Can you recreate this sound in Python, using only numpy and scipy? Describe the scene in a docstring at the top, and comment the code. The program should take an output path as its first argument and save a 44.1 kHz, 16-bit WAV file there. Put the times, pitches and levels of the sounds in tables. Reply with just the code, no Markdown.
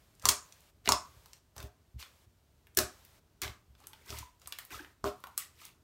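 """In a small room, close to a phone microphone, hands knead a lump of slime on a table.
Trapped air pockets burst as short damped swings; the sticky skin peels as many tiny random bursts.
Finger presses ring the low modes of the table top, quick slaps of the lump its higher modes.
Under it lie an unsteady low rumble, as filtered noise, and a hiss whose level steps up and down."""
import sys
import numpy as np
from scipy import signal
from scipy.fft import rfft, irfft, next_fast_len
from scipy.io import wavfile
from scipy.ndimage import uniform_filter1d, map_coordinates

SR = 44100
rng = np.random.default_rng(int(sys.argv[2]) if len(sys.argv) > 2 else 0)


def put_to_file(sound):
    """Save the sound as 16-bit audio at rate SR, in the file named by the first command-line argument."""
    columns = np.atleast_2d(sound).T  # one column per channel
    safe = np.clip(columns, -1, 1)
    whole_steps = np.round(safe * 32767)
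    wavfile.write(sys.argv[1], SR, whole_steps.astype(np.int16))


N = 257103


def amp(db):
    """Level: an amplitude ratio is 10 to the power dB / 20."""
    return 10 ** (np.asarray(db) / 20)


def unit(x):
    """Normalisation: the root mean square becomes 1."""
    return x / np.sqrt(np.mean(x ** 2) + 1e-20)


def along(points, hz):
    """Logarithmic frequency scale: interpolates (f/Hz, value) points along it."""
    f, value = np.transpose(points)
    return np.interp(np.log(hz + 1), np.log(f + 1), value)


def filtered(x, response):
    """Linear filtering: the spectrum of x times a complex response of frequency."""
    size = next_fast_len(len(x) + SR // 2)
    spectrum = rfft(x, size) * response(np.fft.rfftfreq(size, 1 / SR))
    return irfft(spectrum, size)[:len(x)]


def coloured(x, spectrum):
    """Spectral shaping: x filtered by (f/Hz, gain/dB) points, then brought to unit power."""
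    return unit(filtered(x, lambda hz: amp(along(spectrum, hz))))


def add(track, sound, s):
    """Superposition: mixes sound into track at s seconds."""
    part = track[round(s * SR):][:len(sound)]
    part += sound[:len(part)]


def blip(hz, cycles, size=SR // 40):
    """Damped oscillation: an air spring swings a few cycles and moves no net air; peak 1."""
    turns = np.arange(size) / SR * hz
    swell = turns * np.exp(-turns / cycles)
    swing = swell * np.sin(2 * np.pi * turns)
    # subtracting a share of the swell brings the sum to zero
    swing -= swell * swing.sum(axis=-1, keepdims=True) / swell.sum(axis=-1, keepdims=True)
    return swing / np.max(np.abs(swing), axis=-1, keepdims=True)


def modes(table):
    """Modal superposition: causal response of (f/Hz, width/Hz, level/dB) resonances."""
    def response(f):
        return sum(amp(db) * 1j * f * width / (centre * centre - f * f + 1j * f * width)
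                   for centre, width, db in table)
    return response


# reverberation time of the room: f/Hz, t60/s
REVERBERATION_TIME = [(150, .35), (500, 0.19), (1200, 0.33), (3000, 0.2), (7000, 0.28), (15000, 0.14)]
# relative colour of the wall reflections: f/Hz, level/dB
WALL_COLOUR = [(200, -3), (800, -2), (2500, -2.5), (6000, -7.5), (16000, -3.5)]


def room_tail():
    """Reverberation: a fresh diffuse tail of energy 1; each frequency decays at its own rate."""
    hz, t, noise = signal.stft(rng.standard_normal(SR // 2), SR, nperseg=256)
    colour_db = along(WALL_COLOUR, hz)[:, None]
    decay_db = -60 * t / along(REVERBERATION_TIME, hz)[:, None]
    tail = signal.istft(noise * amp(colour_db + decay_db), SR, nperseg=256)[1]
    tail *= 1 - np.exp(-np.arange(len(tail)) / SR / 0.00055)  # the walls take a moment to answer
    return tail / np.linalg.norm(tail)


# relative spectrum of the house rumble: f/Hz, density/dB
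RUMBLE_SPECTRUM = [(13, -36), (22, -7), (76, 0.5), (223, -14.5), (334, -15), (451, -17), (520, -33),
                   (620, -21), (837, -27), (1500, -29), (1950, -47), (3300, -120)]
RUMBLE_DB, RUMBLE_SWELL_DB, SWELL_HZ = -67, 1.8, 6  # level; scale and rate of its random swell


def rumble():
    """Modulated noise: the low rumble of the house swells and sinks at random."""
    points = rng.standard_normal(int(N * SWELL_HZ / SR) + 4)
    swell = map_coordinates(points, [np.arange(N) * SWELL_HZ / SR])
    noise = coloured(rng.standard_normal(N), RUMBLE_SPECTRUM)
    return amp(RUMBLE_DB + RUMBLE_SWELL_DB * swell) * noise


# spells of louder hiss: start t/s, end t/s, level at the start/dB
HISS_SPELLS = [(0, .25, -70), (0.256, 0.707, -62.5), (0.858, 1.39, -62.5), (1.559, 1.679, -61.5),
               (1.99, 2.255, -67), (2.77, 3.195, -62.5), (3.417, 3.622, -73), (3.78, 4.31, -69),
               (4.41, 4.935, -66), (5.039, 5.77, -67.5)]
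# relative spectrum of the hiss: f/Hz, density/dB
HISS_SPECTRUM = [(290, -32), (500, -4), (570, -2), (773, -7), (946, -4.5), (1260, -8), (4210, -10),
                 (16000, -17)]
QUIET_DB, SAG_DB_PER_S = -76.5, 11  # hiss floor; how fast a spell sinks towards it
STEP_S = 0.016  # time a step of the level takes


def hiss():
    """Stationary noise under a stepped gain: microphone hiss jumps up, sags and drops back."""
    t = np.arange(N) / SR
    level_db = np.full(N, float(QUIET_DB))
    for start, end, db in HISS_SPELLS:
        sagging_db = np.maximum(db - SAG_DB_PER_S * (t - start), QUIET_DB)
        level_db = np.where((t >= start) & (t < end), sagging_db, level_db)
    level_db = uniform_filter1d(level_db, int(STEP_S * SR) + 1)
    return amp(level_db) * coloured(rng.standard_normal(N), HISS_SPECTRUM)


# presses that reach the table top: t/s, length/s, relative push level/dB
THUMPS = [(0.241, .06, -44), (0.875, .06, -43.5), (1.165, .01, -53.5), (1.566, .04, -50), (1.637, .01, -40),
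          (1.942, .01, -47), (1.958, .01, -41), (2.267, .01, -61.5), (2.775, .06, -41.5), (3.426, .04, -44),
          (3.492, .01, -43), (3.699, .01, -54.5), (4.098, .13, -47), (4.454, .01, -56.5),
          (4.723, .04, -50.5), (5.037, .04, -46)]
# low modes of the table top: f/Hz, width/Hz, relative level/dB
LOW_MODES = [(68, 16, 1.5), (107.57, 23, -2), (210, 24, -4)]
FINGER_S, FINGER_SCATTER_DB = .027, 1.5  # from one finger to the next


def thumps():
    """Forced modal vibration: soft pushes, finger after finger, ring the top's low modes."""
    pushes = np.zeros(N)
    for s, length, db in THUMPS:
        luck = rng.standard_normal(8)
        lags = np.arange(0, length, FINGER_S)[:len(luck)]
        for finger, lag in enumerate(lags):
            push_db = db + FINGER_SCATTER_DB * luck[finger]
            add(pushes, amp(push_db) * blip(71, cycles=0.17), s + lag)
    return amp(9.5) * filtered(pushes, modes(LOW_MODES))


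# slaps of the lump that knock the table top: t/s, relative blow level/dB
KNOCKS = [(.2553, -40), (.296, -37.5), (0.8761, -28), (.89, -30.5), (.9209, -36), (1.5803, -54.5),
          (1.629, -47), (2.7727, -33.5), (2.7888, -29.5), (3.437, -45), (4.1033, -45), (5.0416, -27.5),
          (5.0565, -32.5)]
# higher modes of the table top: f/Hz, width/Hz, relative level/dB
HIGH_MODES = [(270, 180, -7), (401, 17, -1.5), (593, 18, -6.5), (618, 30, 2), (719, 18, 3.5)]


def knocks():
    """Impact excitation: a quick slap rings the top's higher modes, and the room answers."""
    blows = np.zeros(N)
    for s, db in KNOCKS:
        add(blows, amp(db) * blip(500, cycles=0.39), s)
    ringing = amp(8.5) * filtered(blows, modes(HIGH_MODES))
    return ringing + amp(2.0) * signal.fftconvolve(ringing, room_tail())[:N]


def bubbles(count, centre_hz, spread, cycles, scatter_db, size):
    """Random superposition: tiny pockets burst at chance times, pitches and sizes."""
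    at, pitch, luck = rng.random((count, 3)).T
    hz = centre_hz * np.exp(spread * (2 * pitch[:, None] - 1))
    shapes = blip(hz, cycles, size) * amp(-scatter_db * np.log(luck))[:, None]
    index = (at * N).astype(int)[:, None] + np.arange(shapes.shape[1])
    bursts = unit(np.bincount(index.ravel(), shapes.ravel(), N)[:N])
    return bursts + 0.84 * rng.standard_normal(N)  # noise stands for a bed of finer pockets


SLOPE_DB = 32  # what a rise or a fall spans


def stroke(s, rise, hold, fall):
    """Exponential envelope: a gain that climbs, holds at 1 and sinks, straight in dB."""
    t = np.arange(N) / SR - s
    slope = np.minimum(t / abs(rise), (hold - t) / abs(fall))
    return amp(SLOPE_DB * np.minimum(0, slope))


# skin peeling off the fingers, and at 5.047 and 5.377 s the noisy wash around a pop:
# t at full level/s, rise/s, hold/s, fall/s, relative crackle level/dB, squelch level re crackle/dB
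PEELS = [(0.245, 0.044, 0.0063, 0.0056, -47, 9.5), (0.855, 0.015, 0.022, .004, -45, -2),
         (1.58, .03, 0.04, 0.15, -56, 8), (1.996, 0.022, 0.02, .12, -45, -7.5),
         (2.771, 0.0039, 0.017, 0.11, -31.5, 0.5), (3.418, 0.0025, 0.0073, 0.13, -34, 0.5),
         (3.813, 0.082, 0.21, 0.035, -65.5, 3.3), (4.096, 0.083, 0.09, 0.14, -43, -2),
         (4.614, 0.27, .003, 0.13, -52, -25), (4.72, 0.036, 0.031, 0.19, -42.5, 1),
         (5.047, 0.0035, 0.029, 0.082, -41, -0.5), (5.377, 0.01, 0.0276, 0.127, -42, -15),
         (5.609, 0.095, 0.062, 0.098, -50, -10.5)]
# colour of the fine crackle: f/Hz, relative gain/dB
CRACKLE_COLOUR = [(710, -30), (1200, -3.5), (1700, -9.5), (2000, -8.5), (4600, -5.5), (10500, -7.5),
                  (15200, -5), (16000, -19.5)]
# colour of the wet squelch: f/Hz, relative gain/dB
SQUELCH_COLOUR = [(120, -17), (250, -1.5), (600, -11), (1000, 0.5), (1800, 1), (3000, -23)]


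def peeling():
    """Crackling noise: parting slime threads, or the wash of a pop; fine crackle, wet squelch."""
    fine = bubbles(count=7000, centre_hz=4610, spread=0.86, cycles=1.7, scatter_db=0.0, size=160)
    wet = bubbles(count=1800, centre_hz=865, spread=1.05, cycles=2.9, scatter_db=4.5, size=700)
    crackle_gain = sum(amp(db) * stroke(*shape) for *shape, db, _ in PEELS)
    squelch_gain = sum(amp(db + wet_db) * stroke(*shape) for *shape, db, wet_db in PEELS)
    crackle = crackle_gain * coloured(fine, CRACKLE_COLOUR)
    squelch = squelch_gain * coloured(wet, SQUELCH_COLOUR)
    near = amp(-7.5) * (crackle + squelch)
    return near + amp(-7) * signal.fftconvolve(near, room_tail())[:N]


# bursting air pockets: t/s, snap level/dB, snap f/Hz,
# fizz level re snap/dB, hollow level re snap/dB
POPS = [ (.152, -52, 8000, -6, -30), (.1972, -42.5, 6200, -10, -36), (.219, -45, 5960, -13, -25),
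        (0.2241, -38, 6150, -5, -19), (0.255, -6, 6200, -8, -14.5), (0.2884, -5.5, 6600, -1, -36),
        (0.289, -5, 5700, -11, -33), (0.2917, -5, 6380, -7, -21.5), (0.5242, -38, 5960, -17, -36),
        (0.606, -51.5, 6870, 4.5, -30), (0.8583, -27.5, 4000, -17, -26.5),
        (0.8758, -15.5, 2840, -14, -19.5), (.89, -5, 6460, -17, -13), (0.9211, -7, 5360, -10, -14.5),
        (1.2594, -46, 4400, 5, -6.5), (1.3331, -34, 5870, -18.5, -29.5), (1.5649, -43, 4250, 6, 0.2),
        (1.5807, -31.5, 6060, -11.5, -26.5), (1.603, -38.5, 3610, 2.5, -24), (1.628, -42, 3700, 9, -12),
        (2.0017, -41, 8800, -11.5, -15), (2.027, -32.5, 3410, -25, -20), (2.6701, -50, 2180, 5, -25),
        (2.7493, -42, 9000, -8, -33.5), (2.773, -13, 5450, 10, -24.5), (2.7887, -9, 5000, 0.5, -18.5),
        (3.0506, -56, 2894, 18.5, -22.5), (3.418, -24, 6000, 5, -18), (3.434, -24.5, 3980, -4, -18.5),
        (3.447, -31, 3000, -12.5, -25), (3.479, -31, 2880, -13, -27), (3.7517, -52.5, 3500, -10, -14),
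        (3.803, -48, 8700, -16, -9.5), (3.841, -49, 3470, -5, -9), (3.8703, -28.5, 8740, -1, -25),
        (3.933, -40.5, 3020, 1, -23), (4.0608, -48, 7120, 5, -11), (4.1044, -28.5, 5000, -13, -26),
        (4.187, -29, 6200, 0, -32), (4.1902, -33, 5920, -3, -24.5), (4.398, -53.5, 7000, -1.5, -26),
        (4.4176, -45, 5670, -5, -20), (4.4596, -43, 3630, -10, -13), (4.474, -26.5, 8600, -3, -17),
        (4.524, -26, 3540, 0, -30), (4.587, -34.5, 3060, 10, -10), (4.5888, -39, 1930, 13.5, -12.5),
        (4.651, -48, 8800, 17.5, -30), (4.706, -41.5, 2360, 2.5, -16), (4.8474, -40.5, 2450, -16.5, -10),
        (5.0418, -29.5, 5300, -11.5, 4), (5.204, -49.5, 9330, 3, -37.5), (5.2392, -38.5, 3260, 5, 4.5),
        (5.2708, -46.5, 3000, 11, 4.5), (5.378, -13, 7900, 1.5, -26.5), (5.6172, -44.5, 5000, -14.5, -4),
        (5.6523, -37.5, 5730, 7.5, -18)]
HOLLOW_HZ, HOLLOW_SPREAD = 1050, .1  # pitch of an emptied pocket, its scatter in log frequency
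POP_ROOM_DB = -4.5  # room tail re the near sound


def pop_burst(snap_hz, fizz_db, hollow_db):
    """Sudden pressure release: the film snaps and flutters, the emptied pocket rings lower."""
    hollow_hz = HOLLOW_HZ * np.exp(HOLLOW_SPREAD * rng.standard_normal())
    burst = blip(snap_hz, cycles=0.32) - amp(fizz_db) * blip(13000, cycles=0.26)
    burst += amp(-22.0) * blip(snap_hz, cycles=1.9)  # the torn film flutters a little longer
    add(burst, amp(hollow_db) * blip(hollow_hz, cycles=0.6), .0003)
    return burst


def near_scatter():
    """Early reflection: fingers, folds and table top close by scatter sound for some milliseconds."""
    t = np.arange(SR // 50) / SR
    scatter = rng.standard_normal(len(t)) * amp(-60 * t / 0.018) * (t > .0003)
    return scatter / np.linalg.norm(scatter)


def pops():
    """Direct sound and reflections: each burst, its near scatter, then the room's answer."""
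    out = np.zeros(N)
    for s, db, snap_hz, fizz_db, hollow_db in POPS:
        burst = amp(db) * pop_burst(snap_hz, fizz_db, hollow_db)
        near = amp(-1.5) * signal.fftconvolve(burst, near_scatter())
        add(near, burst, 0)
        add(out, near, s)
        add(out, amp(POP_ROOM_DB) * signal.fftconvolve(near, room_tail()), s)
    return out


def scene():
    """Superposition: the sources add linearly at one microphone."""
    return (rumble() + hiss() + thumps() + knocks() + peeling() + pops())[None]


# overall colour of the sound: f/Hz, gain/dB; it falls steeply above 16 kHz
OVERALL_COLOUR = [(20, -17.5), (50, -0.5), (9800, 0.5), (10500, -5), (11300, 2), (15800, 0.5), (16100, -28)]
OVERLOAD, TOP_HZ = .8, 16960  # amplitude where soft limiting sets in (full scale 1); band limit


def record(dry):
    """Transduction: overall colour, soft overload of the loudest sounds, then a band limit."""
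    heard = filtered(dry[0], lambda hz: amp(along(OVERALL_COLOUR, hz)))
    heard = heard / (1 + np.abs(heard / OVERLOAD) ** 4) ** (1 / 4)
    return filtered(heard, lambda hz: hz < TOP_HZ)[None]


dry = scene()
out = record(dry)
put_to_file(out)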